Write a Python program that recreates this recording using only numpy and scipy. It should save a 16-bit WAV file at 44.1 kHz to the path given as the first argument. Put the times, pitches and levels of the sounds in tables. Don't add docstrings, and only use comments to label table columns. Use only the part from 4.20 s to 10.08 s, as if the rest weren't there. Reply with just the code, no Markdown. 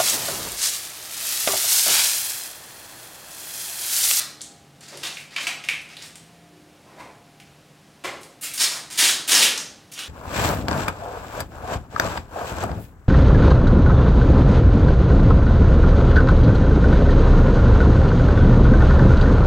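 import sys
import numpy as np
from scipy import signal
from scipy.fft import rfft, irfft
from scipy.io import wavfile
from scipy.ndimage import uniform_filter1d

SR = 44100
rng = np.random.default_rng(int(sys.argv[2]) if len(sys.argv) > 2 else 0)


def wav_record(signal):
    frames = np.transpose(np.atleast_2d(signal))
    bounded = np.clip(frames, -1, 1)
    quanta = np.round(bounded * 32767).astype(np.int16)
    wavfile.write(sys.argv[1], SR, quanta)


N = 259308
TOP_HZ, TAPS = 16100, 1024
FREQS_HZ = np.arange(TAPS // 2 + 1) * SR / TAPS
TIME_S = np.arange(N) / SR
CREEP_THREADS_PER_S, RIP_THREADS_PER_S = 1800, 6000

# freq_hz, relative_db
TAPE_SPECTRUM = [(30, -68), (70, -44), (150, -31), (210, -16.5), (500, -12), (1000, -8.5), (1700, -2),
                 (3200, -1), (5500, 1), (9000, 1), (11500, -5), (15500, -13)]


def undb(db):
    return 10 ** (np.asarray(db) / 20)


def unit(x):
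    return x / np.sqrt(np.mean(x ** 2))


def lookup(table, hz):
    points_hz, values = np.transpose(table)
    return np.interp(np.log(np.maximum(hz, 1)), np.log(points_hz), values)


def add(track, start_s, sound):
    start = max(int(start_s * SR), 0)
    part = sound[:max(N - start, 0)]
    track[start:start + len(part)] += part


def resonance(hz, height_db, q):
    detune = q * (FREQS_HZ / hz - hz / np.maximum(FREQS_HZ, 1))
    bell = 1 / (1 + detune ** 2) ** 2
    return 10 * np.log10(1 + (undb(height_db) ** 2 - 1) * bell)


def above(hz):
    return 1 - 1 / (1 + (FREQS_HZ / hz) ** 4)


def response(colour_db):
    cepstrum = irfft(np.log(undb(colour_db)))
    cepstrum[TAPS // 2:] = 0
    taps = irfft(np.exp(2 * rfft(cepstrum)))
    return taps / np.linalg.norm(taps)


def wander(n, rate_hz):
    place = np.arange(n) / SR * rate_hz
    steps = rng.standard_normal(N // 10)
    return np.interp(place, np.arange(len(steps)), steps)


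def grains(n, per_s, spread_db):
    fires = rng.random(N)[:n] < per_s / SR
    size = undb(spread_db * np.clip(rng.standard_normal(N)[:n], -2, 2))
    sign = rng.choice([-1, 1], N)[:n]
    return unit(fires * sign * size + 1e-9)


def decay(fade_s, n=SR // 10):
    return np.exp(-np.arange(n) / SR / fade_s)


def stroke(length_s, rise_s, start_db, slope_db_per_s, release_s, edge_s):
    t = np.arange(int((length_s + 5 * release_s) * SR)) / SR
    level_db = start_db * np.maximum(1 - t / rise_s, 0) + slope_db_per_s * np.maximum(t - rise_s, 0)
    release = np.exp(-np.maximum(t - length_s, 0) / release_s)
    return undb(level_db) * np.minimum(t / edge_s, 1) * release


def tape_colour(body_db, treble_db):
    tape_db = lookup(TAPE_SPECTRUM, FREQS_HZ)
    return tape_db + body_db * (1 - above(hz=1600)) + treble_db * above(hz=6500)


def threads(gain, colour_db, per_s=CREEP_THREADS_PER_S):
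    flurries = unit(undb(2.2 * wander(len(gain), rate_hz=252)))
    pops = grains(len(gain), per_s, spread_db=4.5)
    return signal.fftconvolve(pops * flurries * gain, response(colour_db))


def snap(colour_db, smear_s=0.001145):
    # freq_hz, relative_db
    crack_spectrum = [(150, -18), (600, -11), (1500, 2), (3500, 3), (6000, -1.5), (10000, -4.5),
                      (15500, -17)]
    delay_s = smear_s * np.maximum(1 - FREQS_HZ / TOP_HZ, 0)
    dispersion = np.exp(-2j * np.pi * np.cumsum(delay_s) * SR / TAPS)
    crack = response(lookup(crack_spectrum, FREQS_HZ) + colour_db)
    return irfft(rfft(crack) * dispersion) / np.abs(crack).max()


def background(air_db=-52.5, drone_trim_db=-5, hum_waver_db=4.5):
    # freq_hz, relative_db
    air_spectrum = [(15, -67), (25, -30), (75, -10), (150, -4), (235, -6.5), (300, -10.5), (560, -12),
                    (870, -16.5), (2800, -20.5), (6000, -25.5), (10500, -30), (16000, -39.5)]
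    # time_s, pitch_hz, relative_db
    drone_path = [(0.3, 143, -57.5), (.55, 143, -51.5), (0.902, 143, -50), (1.052, 149, -57),
                  (1.9, 152.3, -53), (2.1, 168, -52.5), (2.35, 169, -49.5), (2.5, 150, -67),
                  (3.3, 143, -52.5), (3.6, 150, -56), (5.88, 145, -69)]
    # pitch_hz, level_db
    hum_tones = [(301, -64.5), (701, -67), (802, -71.5)]
    air_colour = undb(lookup(air_spectrum, np.arange(N // 2 + 1) * SR / N))
    air = unit(irfft(rfft(rng.standard_normal(N)) * air_colour, N))
    times_s, pitches_hz, levels_db = np.transpose(drone_path)
    drone_hz = np.interp(TIME_S, times_s, pitches_hz) + 2.71 * wander(N, rate_hz=4.5)
    drone_gain = undb(np.interp(TIME_S, times_s, levels_db) + drone_trim_db)
    drone = drone_gain * unit(np.sin(2 * np.pi * np.cumsum(drone_hz) / SR))
    hum = np.zeros(N)
    for pitch_hz, level_db in hum_tones:
        tone = unit(np.sin(2 * np.pi * pitch_hz * TIME_S))
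        hum += tone * undb(level_db + hum_waver_db * wander(N, rate_hz=5.61))
    return air * undb(air_db + 0.5 * wander(N, rate_hz=4.27)) + drone + hum


def reflections(tail_db=2, build_s=0.009, echo_top_hz=11000, delay_jitter=0.1):
    # freq_hz, t60_s
    ring_times = [(150, 1.0), (500, 0.81), (1400, 0.58), (2400, 0.46), (3800, 0.52), (8000, 0.43),
                  (15000, 0.28)]
    # delay_s, gain
    room_echoes = [(.0058, 0.17), (.009, 0.22), (0.0229, 0.2)]
    board_echo = (0.003, 0.85)
    t, freqs_hz = np.arange(SR) / SR, np.arange(SR // 2 + 1)
    noise_spectrum = rfft(rng.standard_normal(SR))
    early, tail = np.zeros(SR), np.zeros(SR)
    centres_hz = np.geomspace(100, 16000, num=12)
    for centre_hz, weights in zip(centres_hz, np.eye(len(centres_hz))):
        band = irfft(noise_spectrum * lookup(np.c_[centres_hz, weights], freqs_hz))
        tail += band * undb(-60 * t / lookup(ring_times, centre_hz))
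    tail *= np.minimum(t / build_s, 1) ** 2
    for delay_s, gain in [board_echo] + room_echoes:
        early[int(delay_s * (1 + delay_jitter * rng.uniform(-1, 1)) * SR)] += gain
    early = signal.lfilter(*signal.butter(1, echo_top_hz, fs=SR), early)
    return early + undb(tail_db) * tail / np.linalg.norm(tail)


def classroom(direct, positions=7, switch_hz=60):
    position = (TIME_S * switch_hz).astype(int) % positions
    out = direct.copy()
    for k in range(positions):
        share = uniform_filter1d((position == k).astype(float), size=64)
        out += signal.fftconvolve(direct * share, reflections())[:N]
    return out


def board_bumps(loud_db=-33, dulling_db_per_db=0.45):
    # start_s, level_db, swell_s, fade_s, ring_hz, ring_db
    bumps = [ (.721, -41.5, .012, 0.022, 383, 14.5), (1.269, -41, 0.005, 0.018, 820, 11.5),
             (2.29, -61, 0.019, 0.1, 334, 35), (2.62, -52.5, 0.24, 0.061, 900, 6),
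             (2.78, -41.5, 0.028, .011, 920, 10.5), (2.79, -49.5, 0.014, 0.02, 248, 27),
             (3.838, -29, .0087, 0.025, 2300, -1)]
    # freq_hz, relative_db
    board_spectrum = [(30, -63), (70, -8), (150, -19.5), (290, -4.5), (500, 1), (1400, -2.5), (2300, 0.5),
                      (3600, -8.5), (8000, -12.5), (15500, -28)]
    out, t = np.zeros(N), np.arange(SR // 2) / SR
    for start_s, level_db, swell_s, fade_s, ring_hz, ring_db in bumps:
        force = np.sqrt(np.minimum(t / swell_s, 1)) * np.exp(-np.maximum(t - swell_s, 0) / fade_s)
        scuff = force * grains(len(t), per_s=3200, spread_db=3)
        treble_db = -2.5 + dulling_db_per_db * (level_db - loud_db)
        colour_db = lookup(board_spectrum, FREQS_HZ) + resonance(ring_hz, ring_db, q=3.7)
        colour_db += treble_db * above(hz=1450)
        add(out, start_s, undb(level_db) * signal.fftconvolve(scuff, response(colour_db)))
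    return out


def finger_rubs():
    # start_s, length_s, level_db, treble_db, ring_hz
    rubs = [ (0.61, 0.21, -50.5, -9, 4870), (.828, 0.048, -34, -9.5, 3020), (0.932, 0.08, -51, 2, 2380),
            (1.107, 0.041, -47.5, -16, 2380), (1.16, .035, -34.5, -26, 3020),
            (1.197, 0.042, -38, -6.5, 2390), (1.686, 0.048, -49, -16, 2600),
            (1.788, 0.057, -48.5, -15, 2570), (1.832, 0.043, -51, 6, 8000), (4.01, 0.031, -55, 16, 9500)]
    out = np.zeros(N)
    for start_s, length_s, level_db, treble_db, ring_hz in rubs:
        press = stroke(length_s, rise_s=0.024, start_db=-0.5, slope_db_per_s=5,
                       release_s=0.0055, edge_s=0.00067)
        colour_db = tape_colour(body_db=2.5, treble_db=treble_db)
        colour_db += resonance(ring_hz, height_db=2.5, q=2.4)
        add(out, start_s, threads(undb(level_db) * press, colour_db))
    return out


def poster_buckles():
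    # start_s, snap_db, crinkle_db
    buckles = [(0.9699, -21, -55), (1.163, -11, -54), (1.2688, -10.5, -28), (1.4388, -23.5, -40),
               (1.487, -6, -32)]
    snap_colour_db = resonance(hz=2400, height_db=17.5, q=3.2) - 3.5 * above(hz=6500)
    crinkle_colour_db = tape_colour(body_db=3, treble_db=-8.5)
    out = np.zeros(N)
    for start_s, snap_db, crinkle_db in buckles:
        add(out, start_s, undb(snap_db) * snap(snap_colour_db))
        add(out, start_s, threads(undb(crinkle_db) * decay(fade_s=0.015), crinkle_colour_db))
    return out


def tape_ticks(bass_db=-5.5, threads_db=-18):
    # start_s, level_db, ring_hz, ring_db
    ticks = [ (.208, -24, 4350, 23), (.216, -16.5, 7460, 19), (0.608, -32.5, 8200, 19),
             (0.684, -27.5, 7500, 6), (.773, -22.5, 10200, 8), (.836, -14.5, 3500, 3), (.852, -14, 3280, 8),
             (1.616, -31, 9400, 7), (1.768, -23.5, 3530, 12), (1.823, -22, 5400, 5), (1.956, -25, 8150, 5),
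             (3.2, -30, 2600, 7.5), (3.845, -28, 4400, 20), (4.032, -27, 9400, 1), (5.117, -14, 5000, -3),
             (5.15, -3, 5000, 21), (5.198, -14, 2980, 16), (5.3768, -6.5, 6500, 13), (5.4, -19, 6000, 10),
             (5.791, -15.5, 3180, 1)]
    out = np.zeros(N)
    for start_s, level_db, ring_hz, ring_db in ticks:
        colour_db = resonance(ring_hz, ring_db, q=1.6) + bass_db * (1 - above(hz=0.22 * ring_hz))
        add(out, start_s, undb(level_db) * snap(colour_db))
        thread_gain = undb(level_db + threads_db) * decay(fade_s=0.0057)
        add(out, start_s, threads(thread_gain, lookup(TAPE_SPECTRUM, FREQS_HZ) + colour_db))
    return out


def tape_pulls(rip_db=-19, roll_hz=223):
    # start_s, length_s, rise_s, level_db, spit_db, body_db, ring_hz, ring_db
    pulls = [ (0, 0.021, 0.00071, -29.5, -3, 3, 4300, 6), (4.21, 0.061, 0.025, -35.5, 9.5, -0.5, 2630, 2.5),
             (4.277, 0.044, 0.0095, -43.5, 4, -6, 2510, 12), (4.334, 0.036, 0.0037, -38, 5, -7, 4900, -7),
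             (4.375, 0.073, 0.044, -20, -5, -4.5, 4870, 3.5), (4.507, 0.078, 0.01, -38, -4, 9, 4620, -15),
             (4.699, 0.16, .005, -38.5, -18, 1.5, 6130, -0.5), (4.774, 0.13, 0.015, -19, -3, -2, 3150, 3),
             (5.075, 0.14, 0.047, -19, 2, 2.5, 3120, 3), (5.212, .044, 0.0072, -18.5, -8, 0.5, 2930, 8),
             (5.714, .035, 0.0045, -43, -4, -8, 6090, 4), (5.75, 0.088, 0.029, -38, -15, 10.5, 3160, 14)]
    spit_colour_db = lookup(TAPE_SPECTRUM, FREQS_HZ) + 21.5 * above(hz=7500)
    out = np.zeros(N)
    for start_s, length_s, rise_s, level_db, spit_db, body_db, ring_hz, ring_db in pulls:
        gain = undb(level_db) * stroke(length_s, rise_s, start_db=-12, slope_db_per_s=-29,
                                       release_s=0.0022, edge_s=0.0018)
        speed = undb(level_db - rip_db)
        threads_per_s = np.interp(speed, [0, 1], [CREEP_THREADS_PER_S, RIP_THREADS_PER_S])
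        roll_db = max(7 + 0.9 * (level_db + 16.5), 0)
        colour_db = tape_colour(body_db, treble_db=-2.5) + resonance(ring_hz, ring_db, q=2.44)
        colour_db += resonance(roll_hz, roll_db, q=0.95)
        add(out, start_s, threads(gain, colour_db, threads_per_s))
        spit_gain = gain * undb(spit_db) * decay(fade_s=0.029, n=len(gain))
        add(out, start_s, threads(spit_gain, spit_colour_db, RIP_THREADS_PER_S))
    return out


def scene():
    handling = tape_pulls() + finger_rubs() + poster_buckles() + tape_ticks() + board_bumps()
    mono = classroom(handling) + background()
    return np.array([mono, mono])


def record(dry):
    lowpass = signal.ellip(10, 0.1, 80, TOP_HZ, fs=SR, output="sos")
    return signal.sosfilt(lowpass, np.clip(dry, -0.85, 0.85))


dry = scene()
out = record(dry)
wav_record(out)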